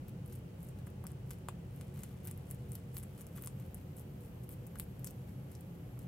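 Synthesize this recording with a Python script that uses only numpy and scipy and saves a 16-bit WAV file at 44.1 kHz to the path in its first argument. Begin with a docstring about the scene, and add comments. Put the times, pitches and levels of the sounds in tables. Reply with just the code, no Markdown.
"""Two rabbits eating dry leaves

Two rabbits chew on the floor of a small room, close to a camera. Each bite crackles as clustered cell
bursts; veins crack as a step and a short noise, stalks knock as ringing modes, ribs tear as filtered clicks.
Ventilation is shaped noise with a wavering drone; halfway, a jittering sine adds a thin high whine."""
import sys
import numpy as np
from scipy import signal
from scipy.fft import rfft, irfft, next_fast_len
from scipy.io import wavfile

SR = 44100
rng = np.random.default_rng(int(sys.argv[2]) if len(sys.argv) > 2 else 0)


def wav_record(signal):
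    """Record a signal, one row per channel, as 16-bit PCM in the file named by sys.argv[1]."""
    frames = np.transpose(np.atleast_2d(signal))
    bounded = np.clip(frames, -1, 1)
    # unit amplitude maps onto the largest positive 16-bit level
    quanta = np.round(bounded * 32767).astype(np.int16)
    wavfile.write(sys.argv[1], SR, quanta)


N = 267687
TIME = np.arange(N) / SR


def undb(db):
    """Decibels to gain."""
    return 10 ** (np.asarray(db) / 20)


def unit(x):
    """Scale to an energy of one."""
    return x / np.sqrt(np.sum(x ** 2) + 1e-18)


def gains(points, size):
    """Interpolate (Hz, dB) points over log frequency to gains on the bins of a transform."""
    hz, db = np.transpose(points)
    bins_hz = np.fft.rfftfreq(size, 1 / SR)
    return undb(np.interp(np.log(bins_hz + 1), np.log(hz), db))


def colour(x, points):
    """Filter by a spectrum, keeping the power of white noise."""
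    g = gains(points, x.shape[-1])
    g = g / np.sqrt(np.mean(g ** 2))
    return irfft(rfft(x) * g, x.shape[-1])


def add(track, at_s, sound):
    """Mix a sound in at a time."""
    i = max(int(at_s * SR), 0)
    track[i:i + len(sound)] += sound[:max(len(track) - i, 0)]


def waver(cutoff_hz):
    """Low-passed noise with a standard deviation of one."""
    sos = signal.butter(2, cutoff_hz, fs=SR, output="sos")
    walk = signal.sosfilt(sos, rng.standard_normal(N))
    return walk / walk.std()


# Ventilation rumble running out into hiss. Each row: frequency in Hz, level in dB per Hz.
AIR_SPECTRUM = [(22, -102), (32, -101), (43, -81), (56, -73), (100, -71), (135, -76.5), (195, -73),
                (240, -86), (500, -86), (700, -93.5), (1000, -98), (1800, -103.5), (3050, -104.5),
                (3550, -110), (5200, -113), (15500, -114)]
# Room modes the ventilation drives. Each row: frequency in Hz, width in Hz, level in dB per Hz.
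ROOM_MODES = [(91.4, 6.4, -69), (111.4, 29, -70.5), (169.8, 10, -67), (210.7, 11.8, -72.5),
              (252, 20, -83.5), (287.3, 25.5, -80), (367, 12.8, -78.5), (484.6, 14.4, -82), (529, 8.1, -85),
              (740.4, 7.1, -88), (842, 25, -91)]
# Unlikeness of two microphones in a diffuse field. Each row: frequency in Hz, side minus mid in dB.
STEREO_WIDTH = [(60, -31), (130, -21.5), (260, -11), (500, -5), (1000, 0), (12000, 0)]


def ventilation(pan_db=0.2):
    """Steady air noise swells in the room's modes; the bass is alike at both microphones."""
    size = next_fast_len(N)
    bins_hz = np.fft.rfftfreq(size, 1 / SR)
    power = gains(AIR_SPECTRUM, size) ** 2
    for hz, width_hz, db in ROOM_MODES:
        power += undb(db) ** 2 / (1 + ((bins_hz - hz) / width_hz) ** 2 * 2) ** 2
    spread = gains(STEREO_WIDTH, size)
    shape = np.sqrt(power * SR / 2 / (1 + spread ** 2))
    mid, side = rfft(rng.standard_normal((2, size))) * shape
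    left, right = irfft([mid + spread * side, mid - spread * side], size)[:, :N]
    return np.array([undb(pan_db / 2) * left, undb(-pan_db / 2) * right])


def drone(hz=132, wander_rms_hz=5, wander_cutoff_hz=8, rms_db=-51.5, swell_rms=0.62, swell_cutoff_hz=12):
    """The strongest room mode: nearly a tone, wavering in pitch and level, alike at both microphones."""
    pitch_hz = hz + wander_rms_hz * waver(wander_cutoff_hz)
    tone = np.sin(2 * np.pi * np.cumsum(pitch_hz) / SR)
    swelling = tone * (1 + swell_rms * waver(swell_cutoff_hz))
    return undb(rms_db) * np.sqrt(N) * unit(swelling)


# Crisp top of a breaking leaf. Each row: frequency in Hz, relative level in dB.
LEAF_TOP = [(1000, -54), (3500, -43), (5000, -15.5), (6300, -9.5), (7800, 0), (9300, 3.5), (11500, 6),
            (14000, 10), (15600, 4), (16800, -5)]


def flap(hz, size, lift_db=5, width_hz=1800, fuller_db_per_octave=7):
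    """Gains of a leaf whose freed flap rings at its pitch; a larger, lower flap radiates more low treble."""
    bins_hz = np.fft.rfftfreq(size, 1 / SR)
    fullness = gains([(5500, fuller_db_per_octave * np.log2(10500 / hz)), (10500, 0)], size)
    resonance = 1 + (undb(lift_db) - 1) / (1 + 1j * (bins_hz - hz) / width_hz)
    return gains(LEAF_TOP, size) * fullness * resonance


# Duller body of a breaking leaf. Each row: frequency in Hz, relative level in dB.
LEAF_LOW = [(400, -10), (1000, 6.5), (2000, 6), (3200, 3), (4600, -1), (6500, -5), (12000, -17)]


def cells(per_s, spread_db, lift_db=13, width_hz=1100, count=8, size=256):
    """Tiny cells burst at random, each at one of a few pitches; returns crisp top and body."""
    crisp, pops = 0, 0
    for hz in np.linspace(5500, 14000, count):
        hits = rng.random(N) < per_s / count / SR
        signs = rng.choice([-1, 1], N)
        strength = undb(spread_db * np.minimum(rng.exponential(size=N), 4))
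        burst = hits * signs * strength
        ring = np.fft.fftshift(irfft(flap(hz, size, lift_db, width_hz)))
        crisp = crisp + signal.oaconvolve(burst, ring, "same")
        pops = pops + burst
    return crisp, colour(pops, LEAF_LOW)


# Crackle as the molars grind on. Each row: time in seconds, level in dB before trim_db.
GRIND_LEVEL = [(0, -85), (1.5, -87), (1.8, -68.5), (2.4, -70.5), (2.8, -73), (3.2, -68), (3.8, -77),
               (4.3, -77), (5.2, -73.5), (6.07, -93)]


def grinding(body_db=-5, trim_db=-5):
    """Faint sparse ticks from closed mouths."""
    crisp, body = cells(per_s=220, spread_db=-2.5)
    level_db = np.interp(TIME, *np.transpose(GRIND_LEVEL)) + trim_db
    return undb(level_db) * (crisp / crisp.std() + undb(body_db) * body / body.std())


# Bites that crumple the leaf, about five a second. Each row: hardest moment in seconds, length in seconds,
# crackle level in dB before trim_db, body relative to crackle in dB before body_trim_db.
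LEAF_BITES = [(0.087, 0.032, -61.5, -11), (0.259, 0.027, -70, -24), (0.328, 0.12, -65.5, -11),
              (0.641, 0.13, -66, -29), (0.686, 0.013, -65, -9), (0.787, 0.076, -72, -4.5),
              (0.872, 0.02, -62, -13.5), (1.088, 0.064, -72, -4), (1.32, 0.13, -65.5, -12),
              (1.76, 0.14, -73.5, -8), (1.97, 0.054, -72, -6), (2.018, 0.18, -65.5, -8.5),
              (2.272, 0.092, -62, -8.5), (2.502, 0.11, -63, -12), (2.737, 0.12, -63, -15),
              (2.969, 0.09, -58.5, -16), (3.198, 0.057, -61.5, -11), (3.381, 0.079, -59.5, -11.5),
              (3.446, 0.053, -57, -15), (3.62, 0.17, -73.5, -4.5), (3.79, 0.049, -69, -8),
              (3.988, 0.065, -62, -16), (4.247, 0.094, -68, -15), (4.436, 0.016, -60.5, -21),
              (4.518, 0.045, -58.5, -17), (4.757, 0.0054, -56, -7), (4.798, 0.08, -56, -29),
              (5.073, 0.074, -62, -13), (5.29, 0.053, -70.5, -5), (5.519, 0.057, -71, -3.5),
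              (6.018, 0.06, -68.5, -11)]
BITE_CLOSING = 0.44  # share of a bite in which the jaw closes; it relaxes for the rest


def bites(edge_db=-10, trim_db=-2.0, flake_db=-3, body_trim_db=2, catch_rms_db=4.5, catch_cutoff_hz=110):
    """Crackle grows as the jaw closes, then relaxes; the leaf catches and gives way, so it breaks in clusters."""
    out = np.zeros(N)
    fine = np.array(cells(per_s=1000, spread_db=0.0))
    flakes = np.array(cells(per_s=62, spread_db=0.0, lift_db=20.0, width_hz=610))
    catching = undb(catch_rms_db * waver(catch_cutoff_hz))
    crisp, body = (unit(fine) + undb(flake_db) * unit(flakes)) * catching
    for hardest_s, length_s, db, body_db in LEAF_BITES:
        start_s = max(hardest_s - BITE_CLOSING * length_s, 0)
        end_s = start_s + length_s
        span = slice(int(start_s * SR), int(end_s * SR))
        force_db = np.interp(TIME[span], [start_s, hardest_s, end_s], [edge_db, 0, edge_db])
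        force = undb(force_db)
        crackle = unit(force * crisp[span])
        crackle = crackle + undb(body_db + body_trim_db) * unit(force * body[span])
        out[span] += undb(db + trim_db) * np.sqrt(len(force)) * crackle
    return out


# Loudest cracks, where a vein snaps. Each row: time in seconds, level in dB over 1.5 ms before trim_db,
# body relative to crisp top in dB, ring of the freed flap in Hz, decay of the tear in seconds.
VEIN_CRACKS = [(0.0815, -54, -18, 13000, 0.0002), (0.095, -51, -15, 10800, 0.0003),
               (0.2614, -49, -24, 9500, 0.00018), (0.2784, -53, -24, 12000, 0.00015),
               (0.3267, -50, -16, 11500, 0.00025), (0.331, -46.5, -22, 12600, 0.00013),
               (0.354, -47, -20.0, 12500, 0.00015), (0.3583, -49, -18, 13000, 0.0002),
               (0.3889, -54, -20, 11500, 0.00018), (0.6053, -55, -24, 11000, 0.00015),
               (0.63, -46, -28.0, 10800, 0.00028), (0.6878, -56, -16, 13000, 0.00025),
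               (0.8698, -54, -17, 12000, 0.0003), (0.9026, -54, -22, 10000, 0.00013),
               (1.0405, -46, -16, 12400, 0.00015), (1.0681, -37, -16, 8200, 0.000057),
               (1.0698, -52, -15, 10500, 0.00013), (1.118, -49.5, -28.0, 8900, 0.00021),
               (1.2954, -54, -24.0, 14000, 9e-05), (1.3073, -38.5, -12.5, 9200, 0.00019),
               (1.311, -40.5, -6.5, 9300, 0.00036), (1.3201, -58, -11.0, 4500, 0.00018),
               (1.4861, -39.5, -4.5, 13800, 0.00017), (1.494, -49, -6, 7400, 0.00016),
               (1.7622, -49, -20, 11500, 0.00018), (1.812, -46, -2.0, 9600, 0.0001),
               (1.994, -50, -17, 14100, 0.00013), (2.0057, -53, -17, 11000, 0.00018),
               (2.0342, -38, -19, 14200, 0.00028), (2.036, -42, -6, 7000, 0.00023),
               (2.0401, -55, -13, 9600, 0.00046), (2.247, -48, -16, 9600, 0.00025),
               (2.2524, -40.5, -27, 13000, 0.0001), (2.2587, -52, -20, 12000, 0.0002),
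               (2.2627, -52, -16, 12500, 0.0002), (2.2731, -35, -18, 9000, 0.00018),
               (2.2806, -40, -12, 14000, 0.00021), (2.3123, -38, -17, 13500, 0.00018),
               (2.3763, -46.5, -15.0, 12000, 0.00012), (2.5037, -48, -23.0, 8700, 0.00046),
               (2.5113, -33, -23, 10400, 0.00016), (2.546, -49, -22, 11000, 0.00015),
               (2.7194, -39, -22, 10100, 0.00022), (2.7321, -48, -20, 11000, 0.0002),
               (2.7532, -38, -20, 11400, 0.00013), (2.755, -39, -18.5, 9800, 0.00013),
               (2.944, -45.5, -28.0, 10100, 0.0002), (2.952, -49, -15, 9050, 0.00019),
               (2.9605, -51, -22, 10500, 0.00015), (2.969, -34, -10.5, 12200, 0.00022),
               (2.980, -35.5, -23, 13200, 0.00018), (2.985, -39, -19, 12800, 0.00028),
               (2.9899, -51, -19.0, 12000, 0.00019), (2.9989, -47, -14, 9300, 0.00018),
               (3.0049, -52, -18, 10000, 0.0002), (3.029, -46.5, -13, 9600, 0.00025),
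               (3.0334, -43.5, -15, 9900, 0.00034), (3.0366, -46, -12, 11100, 0.00036),
               (3.195, -52, -28.0, 10100, 0.00031), (3.21, -43, -13, 9000, 0.00013),
               (3.216, -43, -21, 10400, 0.00033), (3.268, -44.5, -23, 9300, 0.00038),
               (3.3616, -52, -12, 12700, 8e-05), (3.364, -49, -16, 12100, 0.00021),
               (3.375, -48, -14, 12000, 0.00025), (3.3828, -51.5, -5, 10000, 0.0002),
               (3.423, -36.5, -23, 13600, 8e-05), (3.4354, -50.5, -10, 10800, 0.00043),
               (3.4379, -42, -8.5, 13000, 0.00039), (3.4474, -38.5, -24, 10600, 0.00022),
               (3.46, -40, -24, 11500, 0.0002), (3.4643, -46, -20, 13400, 0.00013),
               (3.4735, -34, -11, 9100, 0.00015), (3.5995, -51, -16, 10500, 0.00018),
               (3.6033, -52.5, -20, 11500, 0.00015), (3.6622, -53, -22, 11000, 0.00013),
               (3.7455, -37, -33, 10000, 0.000097), (3.9662, -50, -22, 10500, 0.00016),
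               (3.969, -47, -22, 11000, 0.00016), (3.9787, -50, -22, 11000, 0.0002),
               (3.9962, -44, -31, 14000, 0.00019), (4.0100, -55, -22, 11000, 0.00015),
               (4.2599, -54, -18, 10000, 0.00018), (4.4921, -39.5, -16, 12200, 0.00011),
               (4.516, -46, -23.0, 10300, 0.00019), (4.524, -48, -18, 11300, 0.00033),
               (4.6673, -44, -24, 12800, 0.00012), (4.6715, -47, -28.0, 9900, 0.00013),
               (4.7868, -40, -22, 10500, 0.00017), (4.7984, -28, -15, 10500, 0.0001),
               (4.9944, -48, -19, 11500, 0.00016), (5.0453, -32.5, -19.5, 11900, 0.00011),
               (5.0538, -45, -23, 7900, 0.00015), (5.064, -47, -21.0, 8400, 0.00045),
               (5.07, -41, -20, 9200, 0.00025), (5.0729, -36.5, -16, 8400, 0.00024),
               (5.1083, -43, -26, 8300, 0.00018), (5.5174, -49, -19.0, 9600, 0.0001),
               (5.5303, -54, -22, 11000, 0.00013), (5.5522, -48, -16, 5700, 9e-05),
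               (5.609, -47, -19, 13000, 0.00011), (5.7533, -62, -6, 10500, 0.00015),
               (5.9917, -45, -20, 8700, 0.00019)]


def cracks(ragged=1.0, trim_db=-4.5, top_db=-2.5, ring_db=5, ring_width_hz=1400, size=768):
    """A vein snaps in one step and tears on for a fraction of a millisecond; the freed flap rings."""
    out = np.zeros(N)
    t = (np.arange(size) - size // 2) / SR
    window = .0015 * SR  # samples
    duller = gains([(11000, 0.005), (15000, top_db)], size)  # veins are duller than cells
    noises = rng.standard_normal((len(VEIN_CRACKS), size))
    for (at_s, db, body_db, hz, tear_s), noise in zip(VEIN_CRACKS, noises):
        step = np.sign(noise[0]) * (t == 0)
        snap = step + ragged * noise * (t > 0) * np.exp(-np.abs(t) / tear_s)
        crisp = irfft(rfft(snap) * flap(hz, size, ring_db, ring_width_hz) * duller, size)
        sound = unit(crisp) + undb(body_db) * unit(colour(step, LEAF_LOW))
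        add(out, at_s + t[0], undb(db + trim_db) * np.sqrt(window) * sound)
    return out


# Teeth meeting through a stalk. Each row: time in seconds, peak in dB, base pitch in Hz,
# decay of the crush in seconds, top of the blow in Hz.
STALK_KNOCKS = [(.871, -48, 1040, 0.0045, 2600), (1.0408, -44.5, 800, 0.0013, 1300),
                (1.0515, -49, 820, 0.0038, 1400), (1.0541, -50, 1190, .001, 1700),
                (1.310, -52, 1140, 0.0031, 2000), (1.4864, -28, 830, 0.0001, 11900),
                (2.264, -57, 1300, 0.0033, 2800), (2.9685, -59, 1210, 0.00041, 2500),
                (3.179, -55, 1100, .0038, 1500), (3.380, -48, 1100, 0.0087, 3600),
                (3.4735, -48, 1040, 0.00031, 2500), (4.757, -44.5, 1180, 0.001, 1710),
                (4.768, -53, 1400, .003, 1800), (5.976, -52, 1310, 0.0021, 1570)]
# Modes of jaw and stalk. Each row: multiple of the base pitch, relative level in dB, T60 in seconds.
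JAW_MODES = [(.66, -8, 0.018), (.97, 4, 0.0036), (1.25, 16.5, 0.0067), (1.55, 10.5, 0.0037),
             (2, 5.5, 0.0042), (2.45, -1, 0.0072), (2.9, 3, 0.008), (3.7, -6, 0.0083), (6.1, -4, 0.006),
             (8.8, 6, 0.0074), (9.35, 7, 0.008)]


def knocks(crush=0.097, size=2048):
    """Teeth crush a stalk and meet; the jaw rings low and short, and a soft blow leaves its high modes still."""
    out, t = np.zeros(N), np.arange(size) / SR
    noises = rng.standard_normal((len(STALK_KNOCKS), size))
    for (at_s, peak_db, hz, crush_s, top_hz), noise in zip(STALK_KNOCKS, noises):
        ring = np.zeros(size)
        for ratio, mode_db, t60_s in JAW_MODES:
            ring += undb(mode_db - 60 * t / t60_s) * np.sin(2 * np.pi * hz * ratio * t)
        blow = (t == 0) + crush * noise * np.exp(-t / crush_s)
        push = signal.lfilter(*signal.butter(2, top_hz, fs=SR), blow)
        sound = signal.fftconvolve(ring, push)[:size]
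        sound = signal.lfilter(*signal.butter(2, 450, "high", fs=SR), sound)  # a small head radiates no bass
        add(out, at_s, undb(peak_db) * sound / np.abs(sound).max())
    return out


# A thick rib tears. Each row: time in seconds, decay in seconds, level in dB, pitch of the rib in Hz.
RIB_TEARS = [(1.0683, 0.0005, -47, 5740), (1.309, 0.013, -66, 4800), (2.275, 0.0049, -60, 5140),
             (2.754, 0.0011, -51, 5000), (2.969, 0.0005, -51, 4650), (4.7979, 0.00046, -39, 4400),
             (5.0642, 0.002, -47, 8000), (5.0688, 0.0096, -53, 5860), (5.55, 0.011, -63, 5500)]


def tears(fibres_per_s=4000, width_hz=2200, size=4096):
    """A run of breaking fibres rings a thick rib, lower than the leaf's crackle, and dies away."""
    out, t = np.zeros(N), np.arange(size) / SR
    for at_s, decay_s, db, hz in RIB_TEARS:
        breaks = rng.random(size) < fibres_per_s / SR
        fibres = breaks * rng.standard_normal(size) * np.exp(-t / decay_s)
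        band_hz = [hz - width_hz / 2, hz + width_hz / 2]
        rib = signal.lfilter(*signal.butter(2, band_hz, "band", fs=SR), fibres)
        add(out, at_s, undb(db) * np.sqrt(decay_s * SR / 2) * unit(rib))
    return out


# Whine sinking in pitch, in small steps and dips. Each row: time in seconds, centre pitch in Hz.
WHINE_PITCH = [(2.95, 12300), (3.15, 12170), (3.25, 11870), (3.55, 11830), (3.66, 12000), (4.38, 11940),
               (4.44, 11660), (4.55, 11820), (4.85, 11840), (4.93, 11680), (5.0, 11830), (5.27, 11760),
               (5.33, 11580), (5.48, 11560), (5.6, 11760), (5.82, 11740), (5.9, 11520), (6.0, 11760)]


def whine(rms_db=-75.5, jitter_rms_hz=135, jitter_cutoff_hz=220, hiss_rms_db=-79, onset_s=.02,
          wander_rms_hz=20, wander_cutoff_hz=6):
    """A thin tone that wanders and jitters in pitch, with a little hiss; perhaps the camera's lens motor."""
    s, hz = np.transpose(WHINE_PITCH)
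    jitter = signal.lfilter(*signal.butter(1, jitter_cutoff_hz, fs=SR), rng.standard_normal((2, N)))
    pitch_hz = np.interp(TIME, s, hz) + wander_rms_hz * waver(wander_cutoff_hz)
    pitch_hz = pitch_hz + jitter_rms_hz * jitter / jitter.std()
    tone = np.sqrt(2) * np.sin(2 * np.pi * np.cumsum(pitch_hz, axis=1) / SR)
    hiss = colour(rng.standard_normal((2, N)), LEAF_TOP)
    onset = np.clip((TIME - s[0]) / onset_s, 0, 1)
    return (undb(rms_db) * tone + undb(hiss_rms_db) * hiss) * onset


# What the walls send back. Each row: frequency in Hz, relative level in dB.
WALL_SPECTRUM = [(300, -11), (1000, 0), (3000, 13), (6000, 8.5), (10000, 8), (16000, -6)]
# Scatter from things close by and the tail of the walls, against the direct sound.
EARLY_DB, EARLY_S, TAIL_DB, TAIL_T60_S = -18, .004, -10.5, .13


def room(x, pan_db=2, lag_samples=1.0, bounce_db=-16, bounce_s=.0016,
         echo_db=-14, echo_s=0.0053, echo_pan_db=9, echo_lag_samples=20, size=16384):
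    """Direct sound (left first), scattered floor bounce, one clear echo from a left wall and a short tail."""
    n = np.arange(size)
    t = n / SR
    lead = 8  # samples of room for the sinc's onset
    out = []
    for ear, side in enumerate((1, -1)):  # left, right
        bounce, early, tail = rng.standard_normal((3, size)) * (1 - np.exp(-t / 0.0012))
        floor = bounce * np.exp(-np.abs(t - bounce_s) / 0.0013)
        scatter = early * np.exp(-t / EARLY_S)
        walls = colour(tail, WALL_SPECTRUM) * undb(-60 * t / TAIL_T60_S)
        direct = np.sinc(n - lead - ear * lag_samples)
        echo = np.sinc(n - lead - echo_s * SR - ear * echo_lag_samples)
        response = direct + undb(echo_db + side * echo_pan_db / 2) * echo
        response += undb(bounce_db) * unit(floor) + undb(EARLY_DB) * unit(scatter) + undb(TAIL_DB) * unit(walls)
        heard = signal.fftconvolve(x, response)[lead:N + lead]
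        out.append(undb(side * pan_db / 2) * heard)
    return np.array(out)


def scene():
    """The chewing in the room, over ventilation, drone and whine."""
    background = ventilation() + drone()
    chewing = grinding() + bites() + cracks() + knocks() + tears()
    return background + room(chewing) + whine()


def record(dry, top_hz=15750):
    """The camera cuts the top with a steep low-pass."""
    return signal.sosfilt(signal.ellip(8, .2, 70, top_hz, fs=SR, output="sos"), dry)


dry = scene()
out = record(dry)
wav_record(out)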